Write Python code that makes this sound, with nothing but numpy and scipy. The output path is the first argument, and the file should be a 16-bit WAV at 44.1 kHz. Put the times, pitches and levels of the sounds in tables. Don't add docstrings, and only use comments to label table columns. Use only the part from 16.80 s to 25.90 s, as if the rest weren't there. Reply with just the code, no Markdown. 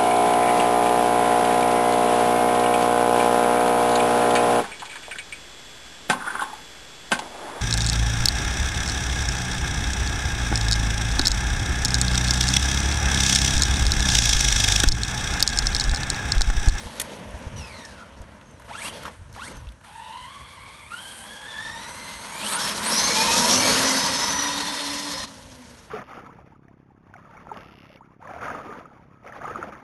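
import sys
import numpy as np
from scipy import signal
from scipy.fft import rfft, irfft, next_fast_len
from scipy.io import wavfile
from scipy.ndimage import uniform_filter1d

SR = 44100
rng = np.random.default_rng(int(sys.argv[2]) if len(sys.argv) > 2 else 0)


def file_out(sig):
    cols = np.atleast_2d(sig).T
    lim = np.clip(cols, -1, 1)
    pcm = np.round(lim * 32767).astype(np.int16)
    wavfile.write(sys.argv[1], SR, pcm)


def boost(x):
    u = np.asarray(x, float) / 20
    return 10 ** u


N = 401303
SIZE = next_fast_len(N)
STEP = 32

PASSES_S, SPEED_M_S, CLOSEST_M, FAR_M = 6.847, 8.33, 3.15, 29.4

# on in [s], off in [s], level at on in [dB],
# level at off in [dB], motor effort [0-1].
THROTTLE = [(0.0, 0.4, -23.5, -31, 0.78), (0.763, 1.1, -26, -29.5, 0.67), (1.102, 1.3, -30, -47, 0.87),
            (1.854, 2.087, -35.5, -14.5, 0.5), (2.13, 2.276, -23.5, -30.5, 0.57), (2.31, 2.53, -30, -50, 0),
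            (2.538, 2.726, -29.5, -24.5, 0.56), (2.748, 2.926, -32, -42.5, 0.45),
            (3.037, 4.1, -28.5, -31, 0.38), (4.103, 4.602, -26.5, -28.5, 0.43),
            (4.608, 5.511, -27, -26.5, 0.43), (5.52, 5.777, -24.5, -19, 0.5),
            (5.785, 5.934, -18.5, -21, 0.73), (5.938, 6.111, -24.5, -19.5, 0.59),
            (6.115, 6.76, -19, -23.5, 0.94), (6.764, 8.447, -22.5, -22, 0.82), (8.471, 9.1, -36, -40, 0.85)]
ATTACK_S, RELEASE_S = 0.0132, 0.0071
# time in [s], level in [dB].
ROLLING = [(0.0, -46), (0.25, -39.5), (0.75, -43), (1.3, -47), (1.86, -51), (2.15, -42), (2.29, -41.5),
           (2.36, -59), (2.65, -48), (2.74, -44.5), (2.84, -53.5), (3.05, -63), (4.0, -57.5), (5.5, -48),
           (6.8, -29), (7.6, -41), (8.5, -49.5), (9.1, -53.5)]
# time in [s], length in [s], level in [dB].
SPRAY = [
    (2.05, 0.031, -40.5),
    (2.658, 0.021, -45),
    (4.345, 0.19, -48.5),
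    (5.7, 0.037, -32.5),
    (5.846, 0.05, -36),
    (6.138, 0.041, -34),
    (6.687, 0.03, -32),
]
# level at half effort in [dB], slope in [dB per unit
# effort], level under rolling in [dB], level under spray in [dB].
LAYERS = [
    (-11, 1, 0, -30),
    (0, -1, -2, -16),
    (-7.5, 12, -18.5, -8),
    (-12, 22.5, -16.5, -20),
    (-10, -2, -22, 0.5),
    (-13.5, 7.5, -24, -5),
]
# lowest in [Hz], highest in [Hz], share of the bumps [0-1].
LAYER_BANDS = [(150, 690, 0.52), (690, 3000, 0.23), (3000, 4750, 0.86),
               (4743, 7200, 0.81), (7200, 10000, 0.24), (10000, 13000, 0.34)]
# frequency in [Hz], level in [dB per Hz].
CHASSIS = [(82, -35), (140, 2.5), (250, 0.5), (393, -5), (540, 0), (801, -5.5), (931, -3.5), (1330, -7),
           (1940, -11.5), (2820, -10), (4760, 0.5), (5850, -7.5), (7470, -7), (11300, 1.5), (12400, -7),
           (16100, -59), (22000, -120)]
# frequency in [Hz], width in [Hz], level over the broad clatter in [dB],
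# coming and going in [dB].
PANELS = [(216, 45, 2, 1.5), (560, 430, -4, 0.5), (950, 300, -4.5, -2.5), (1900, 710, -4.5, 1),
          (3220, 370, 2, 3), (3900, 980, -2, 4), (4660, 250, -4.5, -1), (5800, 270, -9, 3),
          (6420, 300, -16, -2), (8000, 520, -4, -2), (9430, 260, -5.5, 2.5)]
SWING_MAX_DB = 3

# frequency in [Hz], level in [dB per Hz].
AIR = [(18, -33), (30, -7.5), (76, -1.5), (171, -5), (413, -15), (1610, -10.5), (2290, -24), (9880, -25),
       (11500, -32), (12400, -50), (16100, -86), (22000, -120)]
AIR_DB = -55.5
CALM_DB, GUST_DB, GUST_S, GROUND_DB = -52, -15, 0.039, -12
# start in [s], peak in [dB], pitch in [Hz], 60 dB decay in [s].
THUMPS = [(0.056, -27.5, 54, 0.052), (0.538, -26.5, 64, 0.069), (0.667, -22, 70.0, 0.025),
          (0.736, -24, 86.1, 0.038), (1.404, -27, 64.6, 0.046), (1.425, -34, 60, .05),
          (2.392, -37, 72.7, 0.05), (2.414, -34, 78.1, 0.043), (2.539, -36, 56.5, 0.066),
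          (2.744, -38, 53.8, 0.069), (2.767, -34, 48.4, 0.11), (2.803, -39, 75.4, 0.061),
          (2.867, -28.5, 56, 0.15)]
# start in [s], peak in [dB], ring in [Hz], 60 dB decay in [s], crack share [0-1].
KNOCKS = [(0.1555, -22, 1000, .02, .5), (0.163, -25, 3000, 0.034, .9), (0.507, -34, 9000, .025, .8),
          (0.5896, -31, 7000, .02, 0.9), (0.198, 3.5, 3370, 0.018, 0.9), (0.2015, -1, 2200, 0.02, 0.87),
          (0.2085, -8, 1820, 0.017, 0.75), (0.212, -11, 1960, 0.019, 0.85), (0.215, -1, 2000, 0.027, 0.88),
          (1.05, -31, 5450, 0.045, 0), (1.417, -34, 8000, .025, 0.8), (1.612, -33, 2800, 0.027, 0.3),
          (1.711, -39, 8800, 0.022, 0.75), (1.797, -24, 1000, 0.035, 0.35), (1.82, -27, 1500, .03, 0.4),
          (1.845, -32, 1500, .03, .5), (1.872, -38, 1000, 0.027, 0.6), (2.55, -34, 2300, .05, 0.3),
          (2.563, -17, 900, 0.027, 0.2), (2.675, -24, 380, 0.068, .1), (2.718, -23, 420, .04, 0.2),
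          (2.768, -30, 6000, .03, 0.85), (2.538, -31, 4000, .02, .8), (2.92, -31, 2500, .025, 0.7),
          (2.527, -28, 6000, .02, 0.85), (2.166, -16, 460, 0.059, 0.1), (2.232, -17, 1310, 0.035, 0.53),
          (2.253, -13.5, 1200, 0.054, 0.2), (2.264, -19, 1310, 0.089, 0.24), (2.279, -19, 960, 0.064, 0.05),
          (2.695, -23, 328, 0.086, 0), (2.87, -37, 2740, 0.045, 0.22), (2.888, -30, 3500, 0.025, 0.5),
          (3.011, -27, 877, 0.035, 0.17), (3.045, -24, 950, 0.029, 0.1)]
# start in [s], peak in [dB].
GRIT = [(5.665, -17), (5.7962, -19), (5.8656, -17), (5.9778, -11), (6.0392, -16), (6.4048, -7),
        (6.5036, -12), (6.8184, -9), (6.8548, -13), (7.6819, -17), (8.2506, -23), (8.3165, -20)]
GRIT_HZ, GRIT_T60_S, GRIT_DB = 4500, .03, -2

# start in [s], length in [s], tooth rate in [Hz], slowing [per s].
BRAKING = (.76, .49, 3000, 1.75)
BRAKING_DB, BRAKING_FADE_DB_S, SQUEAL_FADE_DB_S = -52.5, -5, -10
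SECOND_TONE_DB, THIRD_TONE_DB = 7, -3
# frequency in [Hz], width in [Hz], boost in [dB].
GEARBOX = [(880, 350, 15), (1360, 130, 10), (1780, 98, 7.5), (2270, 180, 6.5), (2550, 280, 4.5),
           (3080, 740, 8), (3700, 890, 2), (4900, 500, -8), (5720, 700, -7), (6750, 830, 2),
           (9000, 2600, 16.5)]
PATCHY_DB = 1.5
# start in [s], length in [s], from [Hz], to [Hz], level
# in [dB].
SURGES = [(5.68, .2, 1100, 1850, -34), (6.27, .17, 2200, 2480, -28.5), (6.44, .14, 2480, 2580, -29),
          (6.63, .22, 620, 820, -33), (6.6, .16, 900, 1220, -28), (6.79, .16, 2300, 2330, -30),
          (7.0, .15, 1900, 2044, -30.5), (6.1, 0.17, 1000, 1200, -36), (6.3, .32, 460, 520, -37),
          (6.2, .35, 110, 135, -44), (6.85, .2, 430, 500, -37), (0.9, .2, 950, 900, -51),
          (6.78, 0.133, 550, 630, -33), (6.86, .14, 960, 1300, -32.5), (6.42, 0.15, 970, 1300, -32),
          (6.72, 0.12, 5800, 5450, -30), (7.4, 0.0895, 5100, 5100, -32), (6.12, .1, 5000, 5600, -26),
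          (6.35, 0.19, 5250, 5450, -31), (6.2, 0.092, 1000, 1150, -32), (8.34, 0.07, 520, 590, -43)]
SHAFT_DB = (0, -9)

# time in [s], pitch in [Hz], level in [dB].
CHIRP_A = [(1.62, 6150, -70), (1.66, 6440, -65), (1.74, 6230, -59), (1.775, 5600, -70)]
PEEP = [(1.73, 4010, -74), (1.78, 4010, -70), (1.88, 4010, -73)]
CHIRP_B = [(2.69, 6385, -64), (2.784, 6270, -57), (2.85, 5278, -78)]

# start in [s], length in [s], from [Hz], to [Hz],
# level in [dB].
SPINS = [
    (1.876, .2, 451.6, 3125, -46),
    (2.075, 0.032, 3180, 3250, -50),
    (2.57, .12, 715, 2380, -46.5),
    (1.99, .09, 500, 1400, -55),
    (5.62, .16, 2390, 5060, -36),
    (6.024, .105, 3610, 5550, -32.5),
]
SPIN_BEND, SPIN_SWELL_DB = 1.15, 5
FAR_SPIN_DB, NEAR_SPIN_DB = (1, -5, -10, -14, -16), (-4, -7.5, -10)

# time in [s], tooth rate in [Hz], level in [dB].
CRUISE = [(3.05, 780, -65), (3.2, 899.6, -52.5), (3.3, 965, -50.5), (3.5, 1055, -51), (3.7, 1105, -54.5),
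          (4.09, 1140, -54)]
APPROACH = [(4.1, 1290, -50), (4.14, 1370, -46), (4.22, 1615, -47), (4.38, 1560, -53.5), (4.62, 1690, -47),
            (4.85, 1793, -43.5), (5.1, 2003, -48.5), (5.3, 2072, -48), (5.5, 2160, -51), (5.63, 2430, -47)]
LATE = [(4.72, 1743, -62), (4.9, 1837, -48), (5.1, 2010, -48), (5.3, 2069, -51), (5.5, 2170, -49),
        (5.63, 2440, -40)]
FULL = [(6.11, 5280, -24.5), (6.2, 5970, -23.5), (6.27, 6320, -25), (6.36, 6660, -38), (6.45, 6650, -50)]
AGAIN = [(6.66, 5410, -32), (6.72, 5750, -19), (6.77, 6060, -26), (6.83, 6340, -33), (6.9, 6510, -25.5),
         (7.02, 6560, -35)]
RECEDING = [(7.03, 5880, -29), (7.12, 6070, -28), (7.35, 6080, -34), (7.5, 5990, -27.5), (7.7, 5800, -30),
            (7.76, 5900, -42), (8.0, 5800, -47), (8.45, 5720, -46)]
CRUISE_DB, APPROACH_DB, LATE_DB = (0, -4, -7, -9, -18), (0, -4, -16, -20, -28), (-40, -40, 0, -4, -8)

# time in [s], rate in [Hz], level in [dB].
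AXLE_FAR = [(4.15, 759.2, -56), (4.7, 844, -45), (5.1, 958, -43), (5.35, 885, -60), (5.6, 989, -42)]
AXLE = [(6.15, 820, -47), (6.33, 857, -32), (6.45, 899, -28), (6.55, 935, -30), (6.75, 1002, -34),
        (6.95, 1012, -47), (7.3, 938, -35), (7.55, 973, -35.5), (7.8, 996, -37), (8.45, 1010, -40)]
TREAD = [(5.62, 207.6, -43), (5.85, 204.6, -39.5), (6.2, 224.8, -42), (6.5, 232, -36.5),
         (6.8, 254.2, -30.5), (7.05, 262.3, -33), (7.3, 269.2, -38), (7.7, 288.3, -38), (8.3, 285.9, -39),
         (8.46, 280.3, -52), (8.8, 249, -49.5), (9.09, 225.3, -57)]
# time in [s], tooth rate in [Hz], level in [dB].
FRONT = [(5.8, 5344, -31), (5.92, 5300, -33.5), (5.97, 5260, -58), (6.18, 4970, -24), (6.45, 5410, -38),
         (6.7, 5295, -28), (7.05, 5110, -31.5), (7.3, 5184, -29), (7.45, 5310, -28.5), (7.6, 5185, -37),
         (8.45, 5130, -37.5)]
REAR = [(6.14, 3970, -34), (6.22, 4250, -27), (6.4, 4050, -39), (6.78, 4250, -32), (6.86, 4410, -23),
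        (7.0, 4357, -39), (7.2, 4560, -31), (7.45, 4407, -42), (7.95, 4300, -36), (8.46, 4256, -39.5)]
SPUR = [(7.15, 1947, -37), (7.7, 1900, -37.5), (8.45, 1835, -43.5)]
CENTRE = [(7.2, 3750, -42), (7.7, 3692, -36), (8.45, 3630, -44.5)]

# frequency in [Hz], width in [Hz], share at the farthest [0-1].
GROUND_DIPS = [(380, 170, 0.15), (780, 110, 0.16), (1310, 170, 0.03)]
# frequency in [Hz], width in [Hz], gain in [dB].
PHONE = [(381, 130, -1.5), (764, 110, -5), (1176, 270, -3), (2450, 1030, -2), (4844, 450, -6),
         (7460, 1050, -4.5), (10400, 360, 1.5), (10440, 1100, -5)]
TOP_HZ = 12000


def noise():
    return rng.standard_normal(N)


def unit(x):
    return x / np.sqrt(np.mean(x ** 2))


def columns(rows, first=0, last=N):
    s, *values = np.transpose(rows)
    return [np.interp(np.arange(first, last) / SR, s, v) for v in values]


def walk(rate, size=N):
    count = int(2 * rate * size / SR) + 3
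    knots = uniform_filter1d(rng.standard_normal(count), size=2) * np.sqrt(2)
    return 1.1 * np.interp(np.linspace(0, len(knots) - 1, size), np.arange(len(knots)), knots)


def shape(points):
    f = np.arange(SIZE // 2 + 1) * SR / SIZE + 1
    hz, db = np.transpose(points)
    return f, boost(np.interp(np.log(f), np.log(hz), db))


def colour(points, lo_hz, hi_hz):
    f, gain = shape(points)
    gain = gain / np.sqrt((1 + (lo_hz / f) ** 12) * (1 + (f / hi_hz) ** 12))
    return unit(irfft(rfft(noise(), SIZE) * gain, SIZE)[:N])


def ticks():
    return np.arange(0, N + STEP, STEP) / SR


def full_rate(v):
    return np.interp(np.arange(N) / SR, ticks(), v)


def nearness_db(t):
    r = np.hypot(SPEED_M_S * (t - PASSES_S), CLOSEST_M)
    return -20 * np.log10(np.minimum(r, FAR_M) / CLOSEST_M)


def grains(rate, spread_db, hiss):
    struck = rng.random(N) < rate / SR
    size_db = spread_db * np.minimum(rng.exponential(size=N), 3)
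    return unit(struck * boost(size_db) * noise()) + hiss * noise()


def layer_gains():
    t = ticks()
    rolling = np.interp(t, *np.transpose(ROLLING))
    spray = sum(boost(db) ** 2 * np.exp(-((t - s) / length) ** 2) for s, length, db in SPRAY)
    bursts = []
    for on, off, on_db, off_db, effort in THROTTLE:
        level = boost(np.interp(t, (on, off), (on_db, off_db)) + nearness_db(t))
        attack = np.clip((t - on) / ATTACK_S + .5, 0, 1)
        release = np.exp(-np.maximum(t - off, 0) / RELEASE_S)
        bursts.append((level * attack * release, effort))
    gains = []
    for db, slope_db, roll_db, spray_db in LAYERS:
        driven = sum((gain * boost(db + slope_db * (effort - .5))) ** 2 for gain, effort in bursts)
        power = driven + boost(rolling + roll_db) ** 2 + spray * boost(spray_db) ** 2
        gains.append(full_rate(np.sqrt(power)))
    return gains


def chassis():
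    gains = layer_gains()
    f, gain = shape(CHASSIS)
    clatter = rfft(grains(6000, 2.3, 1.14), SIZE) * gain
    bumps = 0.24 * walk(12) + 1.2 * walk(35) + 1.66 * walk(64)
    centres = 170 * 2 ** np.arange(0, 6.3, .4)
    windows = [(hz, np.exp(-(np.log2(f / hz) / .3) ** 2), 1.2) for hz in centres]
    windows += [(hz, boost(db) / (1 + (2 * (f - hz) / width) ** 2), swing) for hz, width, db, swing in PANELS]
    out = 0
    for level, (lo_hz, hi_hz, shaken) in zip(gains, LAYER_BANDS):
        layer = 0
        for hz, window, swing in windows:
            if lo_hz <= hz < hi_hz:
                swell_db = np.clip(swing, 0, SWING_MAX_DB) * walk(2.5) + 1.65 * walk(25)
                layer = layer + boost(swell_db) * irfft(clatter * window, SIZE)[:N]
        out = out + level * boost(shaken * bumps) * unit(layer)
    return out


def rumble_gain():
    t = ticks()
    gusts = sum(boost(db + GUST_DB) ** 2 * np.exp(-np.abs(t - s - .02) / GUST_S) for s, db, hz, t60 in THUMPS)
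    ground = boost(np.interp(t, *np.transpose(ROLLING)) + GROUND_DB) ** 2
    return full_rate(np.sqrt(boost(CALM_DB) ** 2 + gusts + ground))


def open_air():
    rumble = rumble_gain() * boost(3.24 * walk(10)) * colour(AIR, 41.4, 131.5)
    air = boost(AIR_DB + 2.3 * walk(2.73)) * colour(AIR, 145, 13000)
    return rumble + air


def thumps():
    out, t = np.zeros(N + 8192), np.arange(8192) / SR
    for s, db, hz, t60 in THUMPS:
        push = np.sin(2 * np.pi * hz * t) * (1 - np.exp(-t / 0.0085)) * 1000 ** (-t / t60)
        start = int(s * SR)
        out[start:start + len(t)] += boost(db) * push / np.max(np.abs(push))
    return out[:N]


def strikes(rows):
    out, t = np.zeros(N + 4096), np.arange(4096) / SR
    for s, db, hz, t60, share in rows:
        puff = rng.standard_normal(len(t))
        crack = signal.lfilter([1, -.6], [1], puff) / 3
        ring = signal.lfilter(*signal.iirpeak(hz, 5.0, fs=SR), puff) * 3
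        envelope = (1 - np.exp(-t / 0.00035)) * 1000 ** (-t / t60)
        start = int(s * SR)
        out[start:start + len(t)] += boost(db) * (share * crack + (1 - share) * ring) * envelope
    return out[:N]


def knocks():
    return strikes(KNOCKS)


def whine(rows, blur, steady, harmonics_db=(0,), rings=()):
    a, b = int(rows[0][0] * SR), int(rows[-1][0] * SR)
    size = b - a
    hz, level_db = columns(rows, first=a, last=b)
    phase = 2 * np.pi * np.cumsum(hz * (1 + blur / 5 * walk(25, size))) / SR
    i = np.arange(size)
    gate = np.clip(np.minimum(i, i[::-1]) / (0.0065 * SR), 0, 1)
    out = np.zeros(N)
    for k, db in enumerate(harmonics_db, 1):
        ringing_db = sum(d / (1 + (2 * (k * hz - f) / width) ** 2) for f, width, d in rings)
        db = db + level_db + PATCHY_DB * walk(20, size) + ringing_db
        rate = blur * np.mean(hz) * k
        smear = steady + walk(rate, size) + 1j * walk(rate, size)
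        tone = np.real(smear * np.exp(1j * k * phase)) / np.sqrt(1 + steady ** 2 / 2)
        out[a:b] += gate * (k * hz < .45 * SR) * boost(db) * tone
    return out


def mesh(rows, blur, steady, harmonics_db):
    return whine(rows, blur, steady, harmonics_db, GEARBOX)


def glide(s, length, from_hz, to_hz, db, bend, swell_db):
    u = np.linspace(0, 1, num=12)
    hz = from_hz + (to_hz - from_hz) * u ** bend
    return np.transpose([s + length * u, hz, db - swell_db * np.exp(-6 * u)])


def braking_gears():
    s, length, hz, slowing = BRAKING
    rows = [(s + t, hz * np.exp(-slowing * t), BRAKING_DB + BRAKING_FADE_DB_S * t)
            for t in np.linspace(0, length, num=8)]
    squeal = [(u, rate, db + SQUEAL_FADE_DB_S * (u - s)) for u, rate, db in rows[:5]]
    first = mesh(rows, .08, .3, (0,))
    second = whine(squeal, .06, .2, (-40, SECOND_TONE_DB))
    third = whine(rows[3:6], .04, .2, (-40, -40, THIRD_TONE_DB))
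    return first + second + third


def surging_shafts():
    return sum(whine(glide(*row, 1, 2), .04, .6, SHAFT_DB) for row in SURGES)


def bird():
    return sum(whine(call, 0.0055, 2.5) for call in (CHIRP_A, PEEP, CHIRP_B))


def wheel_spins():
    out = 0
    for row in SPINS:
        near = row[0] > 4
        rows = glide(*row, SPIN_BEND, SPIN_SWELL_DB)
        out = out + mesh(rows, .08 if near else .12, .5, NEAR_SPIN_DB if near else FAR_SPIN_DB)
    return out


def driving_gears():
    coming = mesh(CRUISE, .14, .35, CRUISE_DB) + mesh(APPROACH, .07, .5, APPROACH_DB)
    upper = whine(LATE, .08, .15, LATE_DB)
    full = whine(FULL, .04, .25) + whine(AGAIN, .04, .25)
    growl = whine(glide(6.55, .5, 95, 120, -42, 1, 2), .1, .5)
    return coming + upper + full + growl + whine(RECEDING, .035, .3)


def shafts():
    axles = whine(AXLE_FAR, .07, .6) + whine(AXLE, .03, 1.5, SHAFT_DB)
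    return axles + whine(TREAD, .07, 1.6, SHAFT_DB)


def flung_grit():
    return strikes([(s, db + GRIT_DB, GRIT_HZ, GRIT_T60_S, .6) for s, db in GRIT])


def differentials():
    ends = whine(FRONT, .05, .1) + whine(REAR, .07, .1)
    return ends + whine(SPUR, .07, .3) + whine(CENTRE, .06, .15)


def over_ground(car):
    far = full_rate(nearness_db(ticks()) / nearness_db(0))
    cut = sum(share * signal.lfilter(*signal.iirpeak(hz, hz / width, fs=SR), car)
              for hz, width, share in GROUND_DIPS)
    return car - far * cut


def scene():
    gears = braking_gears() + surging_shafts() + wheel_spins() + driving_gears() + shafts() + differentials()
    car = over_ground(chassis() + gears)
    wall = np.roll(uniform_filter1d(car, size=3), int(.045 * SR))
    around = open_air() + thumps() + knocks() + bird() + flung_grit()
    return (car + boost(-13.0) * wall + around)[None]


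def band_limit(x):
    return signal.sosfilt(signal.butter(12, 12300, fs=SR, output="sos"), x)


def record(dry):
    f = np.arange(SIZE // 2 + 1) * SR / SIZE
    db = sum(d / (1 + (2 * (f - hz) / width) ** 2) for hz, width, d in PHONE)
    response = boost(db) / (1 + (f / TOP_HZ) ** 70)
    heard = irfft(rfft(dry, SIZE) * response, SIZE)[:, :N]
    heard = np.tanh(1.027 * heard) / 1.178
    return band_limit(heard)


dry = scene()
out = record(dry)
file_out(out)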